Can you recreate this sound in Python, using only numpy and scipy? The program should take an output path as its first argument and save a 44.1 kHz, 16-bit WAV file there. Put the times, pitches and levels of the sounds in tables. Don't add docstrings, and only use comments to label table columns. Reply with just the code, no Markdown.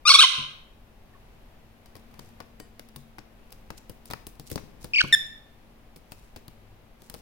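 import sys
import numpy as np
from scipy import signal
from scipy.fft import rfft, irfft, next_fast_len
from scipy.io import wavfile
from scipy.ndimage import uniform_filter1d, minimum_filter1d, map_coordinates

SR = 44100
rng = np.random.default_rng(int(sys.argv[2]) if len(sys.argv) > 2 else 0)


def file_out(sig):
    cols = np.atleast_2d(sig).T
    lim = np.clip(cols, -1, 1)
    pcm = np.round(lim * 32767).astype(np.int16)
    wavfile.write(sys.argv[1], SR, pcm)


N = 317961
TOP_HZ = 16000

# t/s, strength/dB, claw raised and pad lowered by/dB, thud relative to strength/dB
FOOTFALLS = [(1.859, -58, 0.5, -5.5), (1.954, -53.5, -1, 5), (1.965, -55.5, 0.5, 1), (2.141, -60, -4, 5),
             (2.193, -48, -3.5, 3.5), (2.403, -47, -7.5, 1.5), (2.6, -48.5, -3, 4.5),
             (2.795, -47, -1.5, -1), (2.888, -60.5, 2.5, -3), (2.961, -46, 2, -5), (3.184, -48.5, -7, 6),
             (3.522, -49.5, 4.5, -4), (3.704, -45, -6.5, 7.5), (3.896, -49, 3.5, 9.5),
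             (4.056, -53.5, 6, -7), (4.102, -45, -1.5, 6), (4.11, -39.5, -1, -6.5), (4.135, -39, -7.5, 0.5),
             (4.268, -46, 6, 3.5), (4.397, -47, 1.5, 6), (4.501, -49, 7.5, -1), (4.515, -43.5, 5, 10),
             (4.558, -39, -1.5, 8), (4.578, -48, -8.5, -1), (4.844, -43.5, 1, 9),
             (5.038, -47.5, -3.5, 15.5), (5.961, -53, 2, 7), (6.12, -46, 0.5, 1), (6.362, -47, -1.5, 5),
             (6.481, -50.5, 1, 7.5), (7.02, -57.5, 3, 5.5), (7.099, -46.5, 3.5, 0.5), (7.141, -45, 1.5, 4)]


def amp(db):
    return 10 ** (np.asarray(db) / 20)


def unit(x):
    return x / np.sqrt(np.mean(x ** 2) + 1e-20)


def along(points, hz):
    f, v = np.transpose(points)
    return np.interp(np.log(hz + 1), np.log(f), v)


def wobble(rate_hz, size):
    knots = rng.standard_normal(int(size * rate_hz / SR) + 4)
    return map_coordinates(knots, [np.arange(size) * rate_hz / SR])


def filtered(x, response):
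    m = next_fast_len(x.shape[-1] + 8192)
    spectrum = rfft(x, m) * response(np.fft.rfftfreq(m, 1 / SR))
    return irfft(spectrum, m)[..., :x.shape[-1]]


def noise(spectrum, shape):
    return unit(filtered(rng.standard_normal(shape), lambda hz: amp(along(spectrum, hz))))


def causal(spectrum, size):
    log_gain = np.log(amp(along(spectrum, np.fft.rfftfreq(2 * size, 1 / SR))))
    cepstrum = irfft(log_gain)
    folded = np.r_[cepstrum[0], 2 * cepstrum[1:size]]
    return irfft(np.exp(rfft(folded, 2 * size)))[:size]


def ports(side_db):
    gains = amp(np.array([[.5], [-.5]]) * side_db)
    return gains / gains.mean(0)


def add(track, s, sound):
    part = track[..., max(round(s * SR), 0):][..., :sound.shape[-1]]
    part += sound[..., :part.shape[-1]]


def fades(t, attack_s, release_s):
    return np.clip(t / attack_s, 0, 1) * np.clip((t[-1] - t) / release_s, 0, 1)


def background():
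    # f/Hz, relative density/dB per Hz
    air_spectrum = [(20, -1), (45, -1), (70, -10), (105, -8), (150, -14.5), (222, -14.5), (370, -18.5),
                    (740, -20.5), (1400, -29), (2500, -30.5), (5200, -40.5), (8000, -46), (13000, -42),
                    (16000, -45)]
    t = np.arange(N) / SR
    mid, side = noise(air_spectrum, (2, N))
    side_spectrum = [(100, -13.0), (1000, -1.5), (4000, 0.5), (9000, 0.5)]
    side = filtered(side, lambda hz: amp(along(side_spectrum, hz)))
    balance = [(40, 1.5), (200, 3.5), (1000, 3.3), (6000, 0.5)]  # f/Hz, left minus right/dB
    air = filtered(np.array([mid + side, mid - side]), lambda hz: ports(along(balance, hz)))
    hum_hz = 228 + 4 * wobble(25, N)
    hum = np.sin(2 * np.pi * np.cumsum(hum_hz) / SR) * amp(3 * wobble(4.7, N))
    hum_db = np.interp(t, [0, 1.3, 2.7, 4.5, 7.2], [-69.0, -61.5, -58.0, -65.5, -65.5])
    drone = amp(-53.0) * np.sin(2 * np.pi * 101 * t) * np.exp(-((t - 6.7) / 0.17) ** 2)
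    sway_db = .8 * wobble(4, N)
    return amp(-53.5 + sway_db) * air + (amp(hum_db) * hum + drone) * ports(4.7)


def room(x, build_s):
    # f/Hz, t60/s
    room_t60 = [(150, 1), (1000, 0.62), (3000, 0.54), (5500, 0.46), (9000, 0.45), (15000, 0.4)]
    # f/Hz, level/dB
    room_colour = [(150, -3), (1100, -6.5), (1800, -3.5), (2600, 0.5), (3200, -3), (3800, 0.5),
                   (4500, -3.5), (5400, 1), (6500, 1), (9000, -3), (15000, 0)]
    # f/Hz, left minus right/dB
    room_side = [(200, -0.5), (700, 7), (1300, -0.5), (4400, 0.5), (8000, -3), (15000, -3)]
    hz, t, z = signal.stft(rng.standard_normal((2, SR)), SR, nperseg=256)
    envelope = amp(-60 * t / along(room_t60, hz)[:, None]) * (1 - np.exp(-t / build_s))
    tail = signal.istft(z * envelope, SR, nperseg=256)[1]
    tail = unit(tail) / np.sqrt(SR)
    tail = filtered(tail, lambda f: amp(along(room_colour, f)) * ports(along(room_side, f)))
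    return signal.fftconvolve(np.atleast_2d(x), tail, axes=1)[:, :N]


def ringing(modes, attack_s):
    t = np.arange(SR // 2) / SR
    total = sum(amp(db + rng.normal(0, 2.7) - 60 * t / t60) * np.sin(2 * np.pi * hz * t)
                for hz, db, t60 in modes)
    return total * (1 - np.exp(-t / attack_s))


def recoloured(spectrum):
    spot_colour_db = 1.3
    return [(hz, db + rng.normal(0, spot_colour_db)) for hz, db in spectrum]


def contact(spectrum, t60, spike_db, linger_db, linger_t60, apart, grain_db):
    t = np.arange(SR // 5) / SR
    grain = amp(grain_db * wobble(600, len(t)))
    decay = amp(-60 * t / t60) + amp(linger_db - 60 * t / linger_t60)
    scatter = rng.standard_normal((2, len(t))) * grain * decay
    mid, side = scatter / np.linalg.norm(scatter[0])
    mid = mid + amp(spike_db) * (t == 0)
    pair = [mid + apart * side, mid - apart * side]
    pair = signal.fftconvolve(pair, causal(spectrum, size=2048)[None], axes=1)
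    return pair / np.sqrt(np.sum(pair.mean(0) ** 2) / (SR / 100))


def footfall(db, claw_db, weight_db):
    # f/Hz, relative density/dB per Hz
    thud_spectrum = [(35, -9), (130, -4.5), (300, -8.5), (550, -14.5), (2000, -64)]
    knock_spectrum = [(150, -20), (420, 2), (850, 5), (1500, 0), (2800, -8.5), (8000, -47.5)]
    click_spectrum = [(900, -33.5), (2500, -4), (3800, -2), (5000, 0.5), (7000, -9), (11000, -16.5)]
    scratch_spectrum = [(4000, -27.5), (9000, -1.5), (13500, -5.5), (16000, 0)]
    thud = contact(thud_spectrum, t60=0.052, spike_db=-5, linger_db=-12.5,
                   linger_t60=0.22, apart=0.64, grain_db=2.0)
    knock = contact(recoloured(knock_spectrum), t60=0.027, spike_db=0.0, linger_db=-6.0,
                    linger_t60=0.075, apart=0.94, grain_db=5.0)
    click = contact(recoloured(click_spectrum), t60=0.028, spike_db=-3.5, linger_db=-18.5,
                    linger_t60=.09, apart=0.92, grain_db=7)
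    scratch = contact(scratch_spectrum, t60=.018, spike_db=-3.5, linger_db=-19.5,
                      linger_t60=.09, apart=1.0, grain_db=7.5)
    board = amp(db + weight_db - 1.5) * thud + amp(db - claw_db - 2.5) * knock
    claw = amp(db - 3.0) * click + amp(db + claw_db - 1.0) * scratch
    return board, claw * ports(side_db=3.0)


def toe_taps():
    # from/s, to/s
    walks = [(1.85, 4.6), (5.85, 7.2)]
    taps_per_s, tap_db, spread_db = 2.5, -63.5, 3.5
    taps = []
    for start, end in walks:
        for _ in range(round(taps_per_s * (end - start))):
            taps.append((rng.uniform(start, end), rng.normal(tap_db, spread_db), 0, 0))
    return taps


def scrapes():
    # centre t/s, half-length/s, level/dB
    rustles = [(2.251, .17, -64), (3.0, .06, -65.5), (3.78, .017, -46.5), (4.08, .028, -56),
               (4.477, .03, -47.5), (4.525, .045, -44.5), (4.835, .05, -52.5), (5.072, .08, -54),
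               (6.201, 0.28, -66.5), (7.05, .1, -61.5), (7.171, .07, -59.5)]
    drag_delay_s, drag_half_length_s, drag_db = .02, 0.034, -20
    drags = [(s + drag_delay_s, drag_half_length_s, db + claw_db + drag_db)
             for s, db, claw_db, _ in FOOTFALLS]
    spectrum = [(1500, -12), (5000, -0.5), (9000, -3), (15000, -9.0)]
    track = np.zeros((2, N))
    for s, half_length_s, db in rustles + drags:
        size = int(2 * half_length_s * SR)
        grains = unit(noise(spectrum, (2, size)) * amp(4.5 * wobble(500, size)))
        add(track, s - half_length_s, amp(db) * grains * np.hanning(size) ** 2)
    return track


def feet():
    # t/s, level/dB
    thumps = [(.383, -40), (1.952, -55), (2.186, -52), (2.601, -49), (2.961, -46), (4.395, -46),
              (4.515, -43), (4.562, -45.5), (5.038, -36)]
    # f/Hz, level/dB, t60/s
    sill_modes = [(139.3, 1, 0.3), (102.3, -6, 0.25), (226.2, -4, 0.13), (310.3, -5.5, 0.14),
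                  (430, -7.5, .06), (1080, -5, 0.053)]
    # t/s, level/dB
    clinks = [(1.857, -70), (2.595, -57.5)]
    # f/Hz, level/dB, t60/s
    metal_modes = [(1870, 2, 0.27), (3020, -2, 0.24), (3650, -7, 0.22), (4800, -2.5, 0.12),
                   (4600, -3.5, .32), (4885, -1, 0.28), (6240, -8, 0.2), (6230, -8.5, 0.21),
                   (7640, -10, 0.195), (7660, -1.5, 0.24), (9400, -2, 0.26)]
    sill, claws = np.zeros((2, N)), scrapes()
    for s, db, claw_db, weight_db in FOOTFALLS + toe_taps():
        board, claw = footfall(db, claw_db, weight_db)
        add(sill, s, board)
        add(claws, s, claw)
    for s, db in thumps:
        add(sill, s, amp(db) * ringing(sill_modes, attack_s=0.0013))
    for s, db in clinks:
        add(claws, s, amp(db) * ringing(metal_modes, attack_s=0.0042) * ports(1.3))
    sill = np.array([sill[0], np.roll(sill[1], 8)]) * ports(7.5)
    return sill + claws + amp(-10.5) * room(sill + claws, build_s=.008)


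def syrinx(start, pitch, gain, rough, tilt_db, beak, jitter, flutter_db, rasp_db, half_db,
           throat_db=0, throat_width_hz=400):
    # t/s, f/Hz
    throat = [(.05, 4282), (.075, 5620), (.088, 5640), (.104, 4550), (.117, 4419), (.145, 3588),
              (.16, 3650), (.2, 3700), (.212, 3245), (.25, 3190)]
    flicker_db = 3
    t = start + np.arange(len(pitch)) / SR
    shaken_hz = pitch * (1 + jitter * rough * wobble(900, len(t)))
    phase = 2 * np.pi * np.cumsum(shaken_hz) / SR
    throat_hz = np.interp(t, *np.transpose(throat))

    def partials(k):
        hz = k * pitch
        gain_db = tilt_db * np.log2(np.maximum(k, 1))
        gain_db = gain_db + throat_db / (1 + ((hz - throat_hz) / throat_width_hz) ** 2)
        gain_db = gain_db + flicker_db * rough * np.array([wobble(400, len(t)) for _ in k])
        waves = np.sin(k * phase + rng.uniform(0, 2 * np.pi, k.shape))
        return np.sqrt(2) * np.sum(amp(gain_db) * (hz < TOP_HZ) * waves, axis=0)

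    harmonics = np.arange(1, 15)[:, None]
    tone = partials(harmonics) + amp(half_db) * rough * partials(harmonics - .5)
    rasp = amp(rasp_db) * rough * rng.standard_normal(len(t)) * (1 + np.cos(phase))
    source = gain * amp(flutter_db * rough * wobble(700, len(t))) * (tone + rasp)
    voice = np.zeros(N)
    add(voice, start, signal.fftconvolve(source, causal(beak, size=1024)))
    return voice


def placed(voice, side, wet_db, build_s):
    side = np.array(side)

    def paths(hz):
        lead_rad = along(side[:, ::2], hz)
        return ports(along(side[:, :2], hz)) * np.exp(np.array([[.5j], [-.5j]]) * lead_rad)

    return filtered(voice, paths) + amp(wet_db) * room(voice, build_s)


def chirp(beak, s, length_s, first_hz, held_hz, last_hz, db, rough, tilt_db):
    drop_s, curl_power = .0019, 3.0
    attack_s, release_s, curl_db_per_octave = 0.0014, .0016, -15
    t = np.arange(0, length_s, 1 / SR)
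    drop_hz = (first_hz - held_hz) * np.exp(-t / drop_s)
    curl_hz = (last_hz - held_hz) * (t / length_s) ** curl_power
    pitch = held_hz + drop_hz + curl_hz
    gain = amp(db + curl_db_per_octave * np.log2(pitch / held_hz)) * fades(t, attack_s, release_s)
    return syrinx(s, pitch, gain, rough, tilt_db, beak,
                  jitter=.06, flutter_db=5.5, rasp_db=-10.5, half_db=-21)


def squawk():
    # f/Hz, level/dB
    open_beak = [(400, -27), (570, -9), (740, -28.5), (900, -18), (1080, -6), (1600, -12), (1870, -18),
                 (2200, -6), (2700, -7.5), (3400, -5), (4000, -3), (4450, -4.5), (4950, -13.5),
                 (5550, -7.5), (7400, -23.5), (8800, -12.5), (10800, -23), (13000, -39.5), (15500, -31)]
    # bottom t/s, fall/s, rise/s, lowest f/Hz, level/dB, tilt/dB per octave, shriek after it/dB
    swoops = [(.06, .02, .02, 1206, -12.5, 2, -10.5), (.112, .0185, .0095, 1095, -7.5, -2, -12),
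              (.152, .0115, 0.013, 1114, -6, -1, -25.5), (.196, .0098, .0105, 1230, -5, -2.5, -8.5),
              (.244, .0135, 0.015, 1021, -4.5, -4, -10)]
    start_s, end_s, attack_s, release_s = .052, .256, .005, .008
    shriek_hz, shriek_rough, shriek_tilt_db = 1614, 0.65, -0.64
    swoop_rough, swoop_squareness = .24, 3.2
    settle_in_s, mellow_tilt_db = .021, -10
    t = np.arange(start_s, end_s, 1 / SR)
    age = t - t[0]
    s, fall, rise, low_hz, swoop_db, swoop_tilt_db, shriek_db = np.transpose(swoops)[..., None]
    distance = np.abs((t - s) / np.where(t < s, fall, rise))
    depth = .5 ** (distance ** swoop_squareness)

    def pulled(shriek, swoop):
        return shriek + np.sum(depth * (swoop - shriek), axis=0)

    latest = np.maximum(np.sum(t > s, axis=0) - 1, 0)
    gain = amp(pulled(shriek_db[latest, 0], swoop_db)) * fades(age, attack_s, release_s)
    mellow = np.exp(-(age / settle_in_s) ** 2)
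    rough = pulled(shriek_rough, swoop_rough) * (1 - mellow)
    tilt_db = pulled(shriek_tilt_db, swoop_tilt_db) + mellow_tilt_db * mellow
    return syrinx(t[0], pulled(shriek_hz, low_hz), gain, rough, tilt_db, open_beak, jitter=0.047,
                  flutter_db=6, rasp_db=1, half_db=-12, throat_db=9.5, throat_width_hz=500)


def calls():
    # f/Hz, level/dB
    half_beak = [(700, -18), (1400, -4.5), (1800, 0.5), (2300, -2.5), (3600, 6), (4500, 3), (5400, -2),
                 (7100, -11.5), (9000, -16.5), (10800, -24.5), (14500, -28.5)]
    turned_beak = [(700, -20), (1400, -2.5), (1800, 0), (3600, 5), (5400, -6), (7100, -10.5), (9000, -9.5),
                   (10800, -11), (12500, -15), (14500, -18)]
    # f/Hz, left minus right/dB, left phase lead/rad
    far_side = [(1200, 4.5, .5), (2400, 9.5, 0.7), (3377, 5.5, 1.8), (4500, 4, 1.5), (6000, 2, 2),
                (8550, -10, 1.5), (10920, -5.5, 2.7), (15060, -1.5, 2)]
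    near_side = [(1450, -1.5, -0.83), (2350, 5.5, -2), (4300, -7, -3), (8000, -8, -5.5), (14740, 0, -8.5)]
    yip_side = [(1800, 6, -0.5), (3610, -3, 0.24), (4970, 1.5, 0.5), (7200, -10.5, 1.6), (9090, -5.5, -6.5),
                (15000, -1, -2.5)]
    # t/s, length/s, first f/Hz, held f/Hz, last f/Hz, level/dB,
    # roughness (0-1), tilt/dB per octave
    chirps = [(1.137, 0.01, 1800, 1780, 1770, -60, 0.17, -25),
              (1.148, 0.0178, 1270, 1100, 1080, -47.5, 0, -26),
              (4.935, .0205, 2916, 2381, 3239, -19, 0.2, -16),
              (4.9573, .026, 2887, 2240, 3250, -16.5, .12, -14),
              (4.983, .024, 2938, 2151, 3287, -12.5, 0.2, -15),
              (5.005, .013, 2109, 1490, 1362, -17, .6, -6.5), (5.025, .005, 1396, 1300, 1257, -34, .9, 0.5),
              (5.041, .009, 1200, 1120, 1036, -28, .3, -20.5),
              (5.125, .0265, 2024, 1791, 1733, -16, .14, -3.5)]
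    head_turn_s = 5.1
    chatter = sum(chirp(half_beak, *row) for row in chirps if row[0] < head_turn_s)
    yip = sum(chirp(turned_beak, *row) for row in chirps if row[0] >= head_turn_s)
    return (placed(amp(-2.44) * squawk(), far_side, wet_db=-6.5, build_s=.012)
            + placed(chatter, near_side, wet_db=-16, build_s=.006)
            + placed(yip, yip_side, wet_db=-10.5, build_s=0.0045))


def scene():
    return background() + feet() + calls()


def limiter(x, ceiling, hold_s, release_s):
    ahead, held = SR // 500, int(hold_s * SR) | 1
    needed = np.minimum(1, ceiling / (np.abs(x) + 1e-9))
    gain = minimum_filter1d(needed, ahead)
    gain = minimum_filter1d(gain, held, origin=held // 2, mode="nearest")
    pole = np.exp(-1 / (release_s * SR))
    gliding = 1 - signal.lfilter([1 - pole], [1, -pole], 1 - gain)
    return x * uniform_filter1d(np.minimum(gain, gliding), ahead)


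def record(dry):
    limited = limiter(dry, ceiling=0.98, hold_s=0.079, release_s=0.036)
    return filtered(limited, lambda hz: hz < TOP_HZ)


dry = scene()
out = record(dry)
file_out(out)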